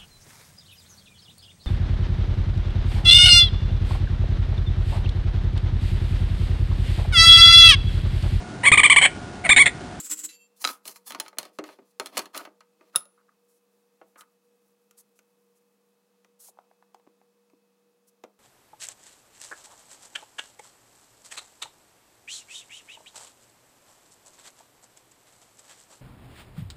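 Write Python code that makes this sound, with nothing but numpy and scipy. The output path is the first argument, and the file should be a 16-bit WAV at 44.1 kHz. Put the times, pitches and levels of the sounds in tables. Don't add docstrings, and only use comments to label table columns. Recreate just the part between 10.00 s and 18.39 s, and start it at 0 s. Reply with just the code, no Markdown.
import sys
import numpy as np
from scipy import signal
from scipy.fft import rfft, irfft, next_fast_len
from scipy.io import wavfile

SR = 44100
rng = np.random.default_rng(int(sys.argv[2]) if len(sys.argv) > 2 else 0)


def inscribe(sig):
    pcm = np.round(np.clip(np.atleast_2d(sig).T, -1, 1) * 32767)
    wavfile.write(sys.argv[1], SR, pcm.astype(np.int16))


N = 369999
TIME = np.arange(N) / SR

# f/Hz, level/dB
AIR_COLOUR = [(18, -75), (30, -40.5), (75, -44), (165, -20.5), (189, -12), (221, -17.5), (437, -18.5),
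              (473, -6), (526, -20.5), (1250, -22), (1350, -26.5), (2540, -31), (3060, -31), (4080, -30.5),
              (16000, -35.5)]
# f/Hz, rms level/dB, pitch wander/Hz
FAN_TONES = [(197.6, -77.5, 3.9), (480.6, -72.5, 1.5), (2577, -90.5, 8)]
AIR_DB = -73

# start t/s, end t/s, level/dB
SWISHES = [(3.47, 3.6, -68.5), (4.166, 4.234, -53.5), (4.963, 5.025, -50.5), (5.142, 5.203, -66),
           (5.543, 5.6, -68.5), (6.385, 6.514, -48), (8.061, 8.11, -60)]
# f/Hz, level/dB
SWISH_COLOUR = [(500, -4), (2500, -18.5), (4200, -9), (6000, -2.5), (10000, 2), (15500, 2)]
# t/s, tone level/dB, start f/Hz, glide/(octaves/s; rises are held flat), t60/s
GLUE_POPS = [(6.485, -53, 973, -85, 0.21), (6.5727, -49, 888, -29, 0.014), (6.5883, -38.5, 840, -59, 0.014),
             (6.713, -48.5, 775, -53, 0.011), (6.8254, -44, 1110, 0.5, 0.0066),
             (6.9459, -39.5, 781, -8, 0.019), (6.961, -59, 986, 0, 0.015), (6.998, -50, 920, 4, 0.0098),
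             (7.067, -52.5, 794, -104, 0.017), (7.073, -45, 344, -52, 0.031), (7.215, -51.5, 765, 0, 0.016),
             (7.534, -51, 330.5, -29, 0.071)]

# f/Hz, level/dB, t60/s
BOTTLE_MODES = [(272, -1.5, 0.089), (410, 4, 0.09), (526, 17, 0.09), (820, -11, 0.019), (1050, -1, 0.061),
                (1200, 15.5, 0.088), (1370, 6.5, 0.15), (1485, 7.5, 0.063)]
HANDLE_MODES = [(570.7, -11.5, .11), (1235, -11, .14), (1284, 9, 0.037), (1410, -1, 0.095),
                (1871, -11, 0.055), (2768, -5, 0.016), (3731, 4, .025), (5156, -8, 0.026),
                (10000, -10, 0.043), (10390, 7, .026), (9900, -8, .022), (10000, -31.5, 0.41),
                (10500, -26, 0.26)]
FRAME_MODES = [(308.2, 2, .1), (400, -2, 0.11), (572, 0.5, 0.13), (640, -3.5, 0.13), (908, -0.5, 0.19),
               (1100, 1, 0.087), (1244, 7, 0.1), (1500, -3.5, 0.12), (2975, -3.5, .045),
               (3470, -1.5, 0.032), (4235, 1.5, 0.061), (8250, -4.5, 0.023), (10570, 3.5, 0.038),
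               (14200, -5, .025)]
BENCH_MODES = [(267, -7, 0.11), (530, -7, .07), (1247, -0.5, 0.083), (1286, -2, 0.098), (1430, -0.5, 0.077),
               (1574, 1, 0.042), (2230, -7, 0.015), (3850, -7, 0.023), (3980, 0.5, .035),
               (4120, -3.5, 0.033), (4917, -2.5, 0.03965), (9800, -0.5, 0.044)]
BLADE_MODES = [(2010, 0, 0.14), (2684, -1.5, 2.2), (3200, -16.5, 1.1), (3945, 1, 0.18), (4040, 7, 0.11),
               (4580, -0.5, .5), (6471, -5, 0.27), (7180, 5, 0.27), (7340, -1, 0.81), (9076, -14, 1),
               (10030, 4, 0.17), (11500, -3, 0.42), (13130, -8, 0.44)]

# t/s, level/dB, brightness/(dB/octave above the second band), thud/dB re level
BOTTLE_TAPS = [(4.9101, -77, 6.5, -5.5), (5.19, -69, 2.5, -4), (6.2466, -66.5, -2, -5),
               (6.945, -67.5, 1, 3), (7.499, -76, -2, -10), (8.2374, -55, -2, 10),
               (8.247, -64.5, -6.5, 6.5)]
HANDLE_CLANKS = [(2.9532, -44, -5, -12), (2.959, -33, 4, -11.5), (3.055, -73.5, 3.5, 10)]
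FRAME_KNOCKS = [(.8545, -54.5, 2.5, -4.5), (.8775, -58, 7, -22), (.8803, -58.5, 7, 2.5),
                (.9593, -55, -1, -24), (1.1063, -44.5, 0, -11), (1.1205, -46.5, 0.5, -25),
                (1.1477, -38.5, -4.5, -13), (1.1997, -39, 3.5, -9.5), (1.262, -50, -4.5, -19),
                (1.281, -52.5, 1, -30), (1.3295, -56.5, -8.5, -4), (1.385, -40, 4.5, -6),
                (1.371, -57, -9.5, 2), (1.43, -51, 0.5, -3), (1.453, -55.5, 0.5, 5), (1.5873, -39, -4.5, 5),
                (1.6395, -47, -3, -23), (1.6893, -50, -8.5, -3), (1.7877, -61, -9.5, 8.5),
                (1.9978, -34, -1, -4), (2.0594, -47.5, 2.5, -6.5), (2.069, -52, 1.5, -8),
                (2.17, -33, -1.5, -6), (2.1745, -41.5, 3, 2.5), (2.178, -38, 3.5, -5),
                (2.192, -37.5, 1, -4), (2.2567, -52.5, 0, -15.5), (2.3466, -41.5, -4, -18),
                (2.3763, -49, 5, -4.5), (2.409, -50.5, -11, -1), (2.4515, -47.5, -4.5, -7.5),
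                (2.4726, -55.5, -15, 4), (2.6064, -55.5, -4, -36), (2.8097, -61, -8.5, 1.5),
                (4.014, -56.5, -13.5, 4), (4.1577, -57, -12.5, -7), (4.2086, -57.5, 1, -13)]
SAW_BOUNCES = [(.6422, -34.5, 1.5, -22.5), (.6494, -27, 1.4, -15.5), (.674, -34.5, 2, -13),
               (.6893, -38.5, -4, -19), (.699, -45, -2.5, -2.5)]
BLOW_EDGES_HZ = [240, 700, 2500, 7000, 17000]

# start t/s, end t/s, level/dB
SCREW_TURNS = [(2.335, 2.415, -43.5), (2.79, 2.85, -78), (2.935, 2.96, -51), (3.17, 3.225, -67),
               (3.278, 3.305, -60), (3.305, 3.335, -75.5), (4.165, 4.245, -58.5)]
# start t/s, length/s, level/dB, brightness/(dB/octave)
SLIDES = [(0.557, .04, -74.5, 8.5), (0.599, 0.065, -52, 6), (0.643, 0.089, -47.5, 4),
          (0.851, 0.047, -49, 4.5), (0.946, 0.015, -58, 6), (1.05, .015, -77, 11),
          (1.067, .028, -48.5, 5.5), (1.098, 0.092, -52, -4), (1.22, 0.048, -53, -1.5),
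          (1.382, 0.076, -44, -2), (1.53, 0.021, -63.5, 3), (1.645, 0.098, -52.5, -1.5),
          (1.786, 0.037, -79, -10.5), (1.85, 0.062, -80, 5.5), (2.002, 0.1, -59, -0.5),
          (2.121, 0.057, -49, -2.5), (2.154, 0.064, -45.5, 0), (2.236, 0.044, -61, -3),
          (2.337, 0.058, -42, 0), (2.384, 0.069, -54, -1), (2.81, .035, -69, -2), (2.85, .03, -72, -0.5),
          (2.926, 0.12, -59.5, -0.5)]
SLIDE_EDGES_HZ = [230, 700, 5000, 17000]
# f/Hz, level/dB
RASP_COLOUR = [(200, 0), (550, -4.5), (1300, -1.5), (2000, -4.5), (4300, -4.5), (7000, -8.5), (10500, -5.5),
               (16000, -12)]
SLIDE_ATTACK_S, SLIDE_SAG_DB_PER_S, SLIDE_RELEASE_T60_S = 0.0088, -70.5, .12
SLIDE_ARCH_DB = -3

# t/s, level/dB
BLADE_SWING = [(.29, -0.5), (.32, -2.5), (.35, 1), (.385, -7.5), (.42, 2), (.465, -1.5), (.485, -16),
               (.56, -19.5)]
# start t/s, length/s, level/dB
SAW_STROKES = [(-0.035, 0.06, -33.5), (0.024, .066, -37.5), (.091, 0.061, -26.5), (0.165, 0.0627, -37.5),
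               (.229, .041, -30.5)]
# f/Hz, level/dB
SAW_COLOUR = [(90, -35), (170, -22.5), (300, -14), (450, -10), (800, -17), (1450, -5), (1750, -8.5),
              (2700, -5), (4500, -5.5), (6500, 0), (7600, 11.5), (9200, -3.5), (11000, -1), (15000, -7.5)]
SAW_TURN_DB, SAW_STOP_T60_S = -47, 0.1513

TOP_HZ = 15900


def undb(db):
    return 10 ** (np.asarray(db) / 20)


def unit(x):
    return x / np.sqrt(np.mean(x ** 2) + 1e-30)


def add(track, s, sound):
    i = max(int(s * SR), 0)
    track[i:i + len(sound)] += sound[:N - i]


def fade(t, t60):
    return np.exp(-np.log(1000) * t / max(t60, 1e-3))


def band(x, lo_hz, hi_hz, order=3):
    sos = signal.butter(order, [lo_hz, min(hi_hz, SR / 2 - 1)], "band", fs=SR, output="sos")
    return signal.sosfilt(sos, x)


def band_layout(edges_hz):
    bands = np.array(list(zip(edges_hz, edges_hz[1:])))
    centres = np.log2(bands).mean(axis=1)
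    return bands, centres - centres[1]


def colour(x, points):
    hz, db = np.transpose(points)
    size = next_fast_len(len(x))
    f = np.maximum(np.fft.rfftfreq(size, 1 / SR), 1)
    gain = undb(np.interp(np.log(f), np.log(hz), db))
    return unit(irfft(rfft(x, size) * gain, size)[:len(x)])


def walk(rate):
    knots = rng.standard_normal(4096)
    return np.interp(TIME * rate, np.arange(len(knots)), knots)


def ring(modes, t, scatter_db=0, detune=0):
    chance = rng.standard_normal((len(modes), 3))
    out = 0
    for (hz, db, t60), (louder, sharper, side) in zip(modes, chance):
        tone = np.sin(2 * np.pi * hz * (1 + detune * sharper) * t)
        out = out + undb(db + scatter_db * louder) * np.sign(side) * fade(t, t60) * tone
    return out


def slips(rate, spread_db):
    size = undb(spread_db * np.minimum(rng.standard_normal(N), 2))
    released = rng.random(N) < rate / SR
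    return unit(released * size * rng.choice([-1, 1], N))


def through(x, response):
    return unit(signal.fftconvolve(x, response)[:N])


def strokes(table, edge_s):
    gain = 0
    for start, end, db in table:
        ramp = np.clip(np.minimum(TIME - start, end - TIME) / edge_s, 0, 1)
        gain = gain + undb(db) * ramp ** 2.2
    return gain


def workshop():
    out = undb(AIR_DB + .5 * walk(5)) * colour(rng.standard_normal(N), AIR_COLOUR)
    for hz, db, wander_hz in FAN_TONES:
        phase = 2 * np.pi * np.cumsum(hz + wander_hz * walk(25)) / SR
        out = out + undb(db + 1.2 * walk(8)) * unit(np.sin(phase))
    return out


def room(x, wet_db=-17, low_t60=0.27, high_t60=0.13):
    t = TIME[:SR // 2]
    noise = rng.standard_normal(len(t))
    tail = band(noise, 80, 1500) * fade(t, low_t60) + band(noise, 1700, 15000) * fade(t, high_t60)
    tail = tail * np.clip((t - .003) / 0.002, 0, 1)
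    tail = tail / np.sqrt(np.sum(tail ** 2))
    return x + undb(wet_db) * signal.fftconvolve(x, tail)[:N]


def handling(rustle_db=-82, patchy_db=3.5):
    busy = np.interp(TIME, [3.2, 3.5, 5.6, 6.2], [0, 1, 1, 0])
    rustle = colour(slips(2700, 7.5), SWISH_COLOUR)
    return undb(rustle_db) * busy * undb(patchy_db * walk(22)) * rustle


def swishes(edge_s=0.018, flutter_db=1):
    hiss = band(colour(rng.standard_normal(N), SWISH_COLOUR), 800, 11800, order=2)
    return strokes(SWISHES, edge_s) * hiss * undb(flutter_db * walk(80))


def glue(wet_db=-7, wet_t60=0.017, lowest_hz=230):
    out, t = np.zeros(N), TIME[:SR // 10]
    for s, db, hz, glide, t60 in GLUE_POPS:
        pitch_hz = hz * 2 ** (min(glide, 0) * t)
        tone = np.sin(2 * np.pi * np.cumsum(pitch_hz) / SR) * fade(t, t60)
        smack = unit(band(rng.standard_normal(len(t)), 326, 1210, order=2)) * fade(t, wet_t60)
        pop = undb(db) * (tone + undb(wet_db) * smack)
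        add(out, s, band(pop, max(lowest_hz, hz / 2), 12000, order=2))
    return out


def blows(table, modes, ring_db, dense_db, crack_t60, wash_t60, damping, top_db, thump_db, detune, low_hang,
          thump_t60=.09):
    out, t = np.zeros(N), TIME[:SR // 4]
    attack = int(.015 * SR)
    bands, octaves = band_layout(BLOW_EDGES_HZ)
    octaves = np.maximum(octaves, 0)
    filters = [signal.butter(4, edges, "band", fs=SR, output="sos") for edges in bands]
    held = [(hz, db, t60 * damping) for hz, db, t60 in modes]
    for s, level_db, brightness, thud_db in table:
        levels_db = level_db + brightness * octaves + np.array([thud_db, 0, 0, top_db])
        grain = rng.standard_normal(len(t))
        tones = ring(held, t, scatter_db=2.5, detune=detune)
        for k, (sos, db) in enumerate(zip(filters, levels_db)):
            hang = low_hang ** (1 - k / 2)
            wash = grain * (fade(t, crack_t60 * hang) + undb(dense_db) * fade(t, wash_t60 * hang))
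            wash, tone = signal.sosfilt(sos, [wash, tones])
            wash = wash / np.std(wash[:attack])
            tone = tone / np.std(tone[:attack])
            hit = wash + undb(ring_db) * tone
            add(out, s, undb(db) * hit / np.std(hit[:attack]))
        thump = unit(band(rng.standard_normal(len(t)), 95, 190, order=1)) * fade(t, thump_t60)
        add(out, s, undb(levels_db.max() + thump_db) * thump)
    return out


def bottle_taps():
    return blows(BOTTLE_TAPS, BOTTLE_MODES, ring_db=-5.5, dense_db=6, crack_t60=.0081, wash_t60=0.024,
                 damping=0.71, top_db=-7, thump_db=-26, detune=0.015, low_hang=1.67)


def handle_clanks():
    return blows(HANDLE_CLANKS, HANDLE_MODES, ring_db=9, dense_db=-17, crack_t60=.003, wash_t60=0.0613,
                 damping=.85, top_db=2.6, thump_db=-34, detune=0.0005, low_hang=2.1)


def screw(grain_rate=700, edge_s=0.0089):
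    t = TIME[:SR // 8]
    grating = through(slips(grain_rate, 2.2), ring(HANDLE_MODES[1:5], t) * fade(t, 0.019))
    return strokes(SCREW_TURNS, edge_s) * unit(band(grating, 900, 2200, order=2))


def frame_boom(s=1.5885, db=-31, hz=304, t60=0.2):
    out, t = np.zeros(N), TIME[:SR // 2]
    add(out, s, undb(db) * np.sin(2 * np.pi * hz * t) * fade(t, t60) * (1 - fade(t, 0.021)))
    return out


def frame_knocks():
    return blows(FRAME_KNOCKS, FRAME_MODES, ring_db=0.0, dense_db=-5, crack_t60=.006, wash_t60=0.044,
                 damping=0.6, top_db=-5.5, thump_db=-26, detune=0.027, low_hang=3.7)


def push(start, length):
    t = TIME - start
    swell = (1 + np.tanh(t / SLIDE_ATTACK_S - 1)) / 2
    sag = undb(SLIDE_SAG_DB_PER_S * np.clip(t, 0, length))
    return swell * sag * fade(np.clip(t - length, 0, 1), SLIDE_RELEASE_T60_S)


def sliding(body_db=-4, judder_db=4.0, catch_db=0, crackle_db=-9, contacts=4):
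    grain, catches = slips(9000, 2.5), slips(220, 4.5)
    judder = undb(judder_db * walk(90))
    force = (grain + undb(catch_db) * catches) * judder
    t = TIME[:SR // 8]
    pressed = fade(t, .025)
    shares = np.array([undb(10 * walk(16)) for _ in range(contacts)])
    shares = shares / np.sqrt(np.sum(shares ** 2, axis=0))
    body = 0
    for share in shares:
        body = body + share * through(force, ring(FRAME_MODES, t, scatter_db=2, detune=.07) * pressed)
    rasp = colour((grain + undb(crackle_db) * catches) * judder, RASP_COLOUR)
    bands, octaves = band_layout(SLIDE_EDGES_HZ)
    pushes = [(undb(db) * push(start, length), brightness) for start, length, db, brightness in SLIDES]
    out = 0
    for k, ((lo, hi), octave) in enumerate(zip(bands, octaves)):
        rub = unit(band(rasp, lo, hi)) + undb(body_db * k) * unit(band(body, lo, hi))
        gain = sum(g * undb(brightness * octave) for g, brightness in pushes)
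        out = out + unit(rub) * gain * undb(SLIDE_ARCH_DB * abs(k - 1))
    return out


def saw_bounces():
    return blows(SAW_BOUNCES, BENCH_MODES, ring_db=3.0, dense_db=-11.5, crack_t60=0.002, wash_t60=0.032,
                 damping=.7, top_db=-18.5, thump_db=-38.5, detune=0.0098, low_hang=1.3)


def free_blade(s=.289, db=-52, flex_db=3.0, scuff_db=-49, scuff_t60=0.26):
    out, t = np.zeros(N), TIME[:SR // 2]
    for mode in BLADE_MODES:
        flex = undb(db + flex_db * walk(35)[:len(t)])
        add(out, s, flex * ring([mode], t) * (1 - fade(t, 0.018)))
    scuff = unit(band(rng.standard_normal(len(t)), 1700, 8000, order=2)) * fade(t, scuff_t60)
    add(out, s, undb(scuff_db) * scuff)
    return out * undb(np.interp(TIME, *np.transpose(BLADE_SWING)))


def saw_force(swell=1.4):
    drive = 0
    for start, length, db in SAW_STROKES:
        progress = np.clip((TIME - start) / length, 0, 1)
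        drive = drive + undb(db) * np.abs(np.sin(np.pi * progress)) ** swell
    end = max(start + length for start, length, _ in SAW_STROKES)
    chatter = undb(SAW_TURN_DB) * fade(np.maximum(TIME - end, 0), SAW_STOP_T60_S)
    return np.hypot(drive, chatter)


def saw(tooth_hz=1300, between_db=-9, blade_db=-8, wood_db=-19, plate_db=-2):
    force = saw_force()
    speed = np.maximum(force / force.max(), .02) ** .3
    tooth = np.cumsum(tooth_hz * speed * (1 + 0.19 * walk(300))) / SR % 1
    fibres = slips(13000, 2) * undb(1.5 * walk(350))
    bites = unit(fibres * (undb(between_db) + np.exp(-tooth / .3)))
    t = TIME[:SR // 8]
    blade = through(bites, ring(BLADE_MODES[7:9], t) * fade(t, 0.053))
    plate = through(bites, rng.standard_normal(len(t)) * fade(t, 0.044))
    wood = colour(bites, [(150, -50.5), (243, 1.0), (270, -11), (312, 12.5), (370, -32.0), (700, -53)])
    rasp = colour(bites + undb(plate_db) * plate, SAW_COLOUR)
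    return force * unit(rasp + undb(blade_db) * blade + undb(wood_db) * wood)


def scene():
    gluing = bottle_taps() + glue() + swishes() + handling()
    clamping = sliding() + frame_knocks() + frame_boom() + screw() + handle_clanks()
    sawing = saw() + free_blade() + saw_bounces()
    return (room(sawing + clamping + gluing) + workshop())[None]


def record(dry):
    return signal.sosfilt(signal.ellip(10, .2, 80, TOP_HZ, fs=SR, output="sos"), dry)


dry = scene()
out = record(dry)
inscribe(out)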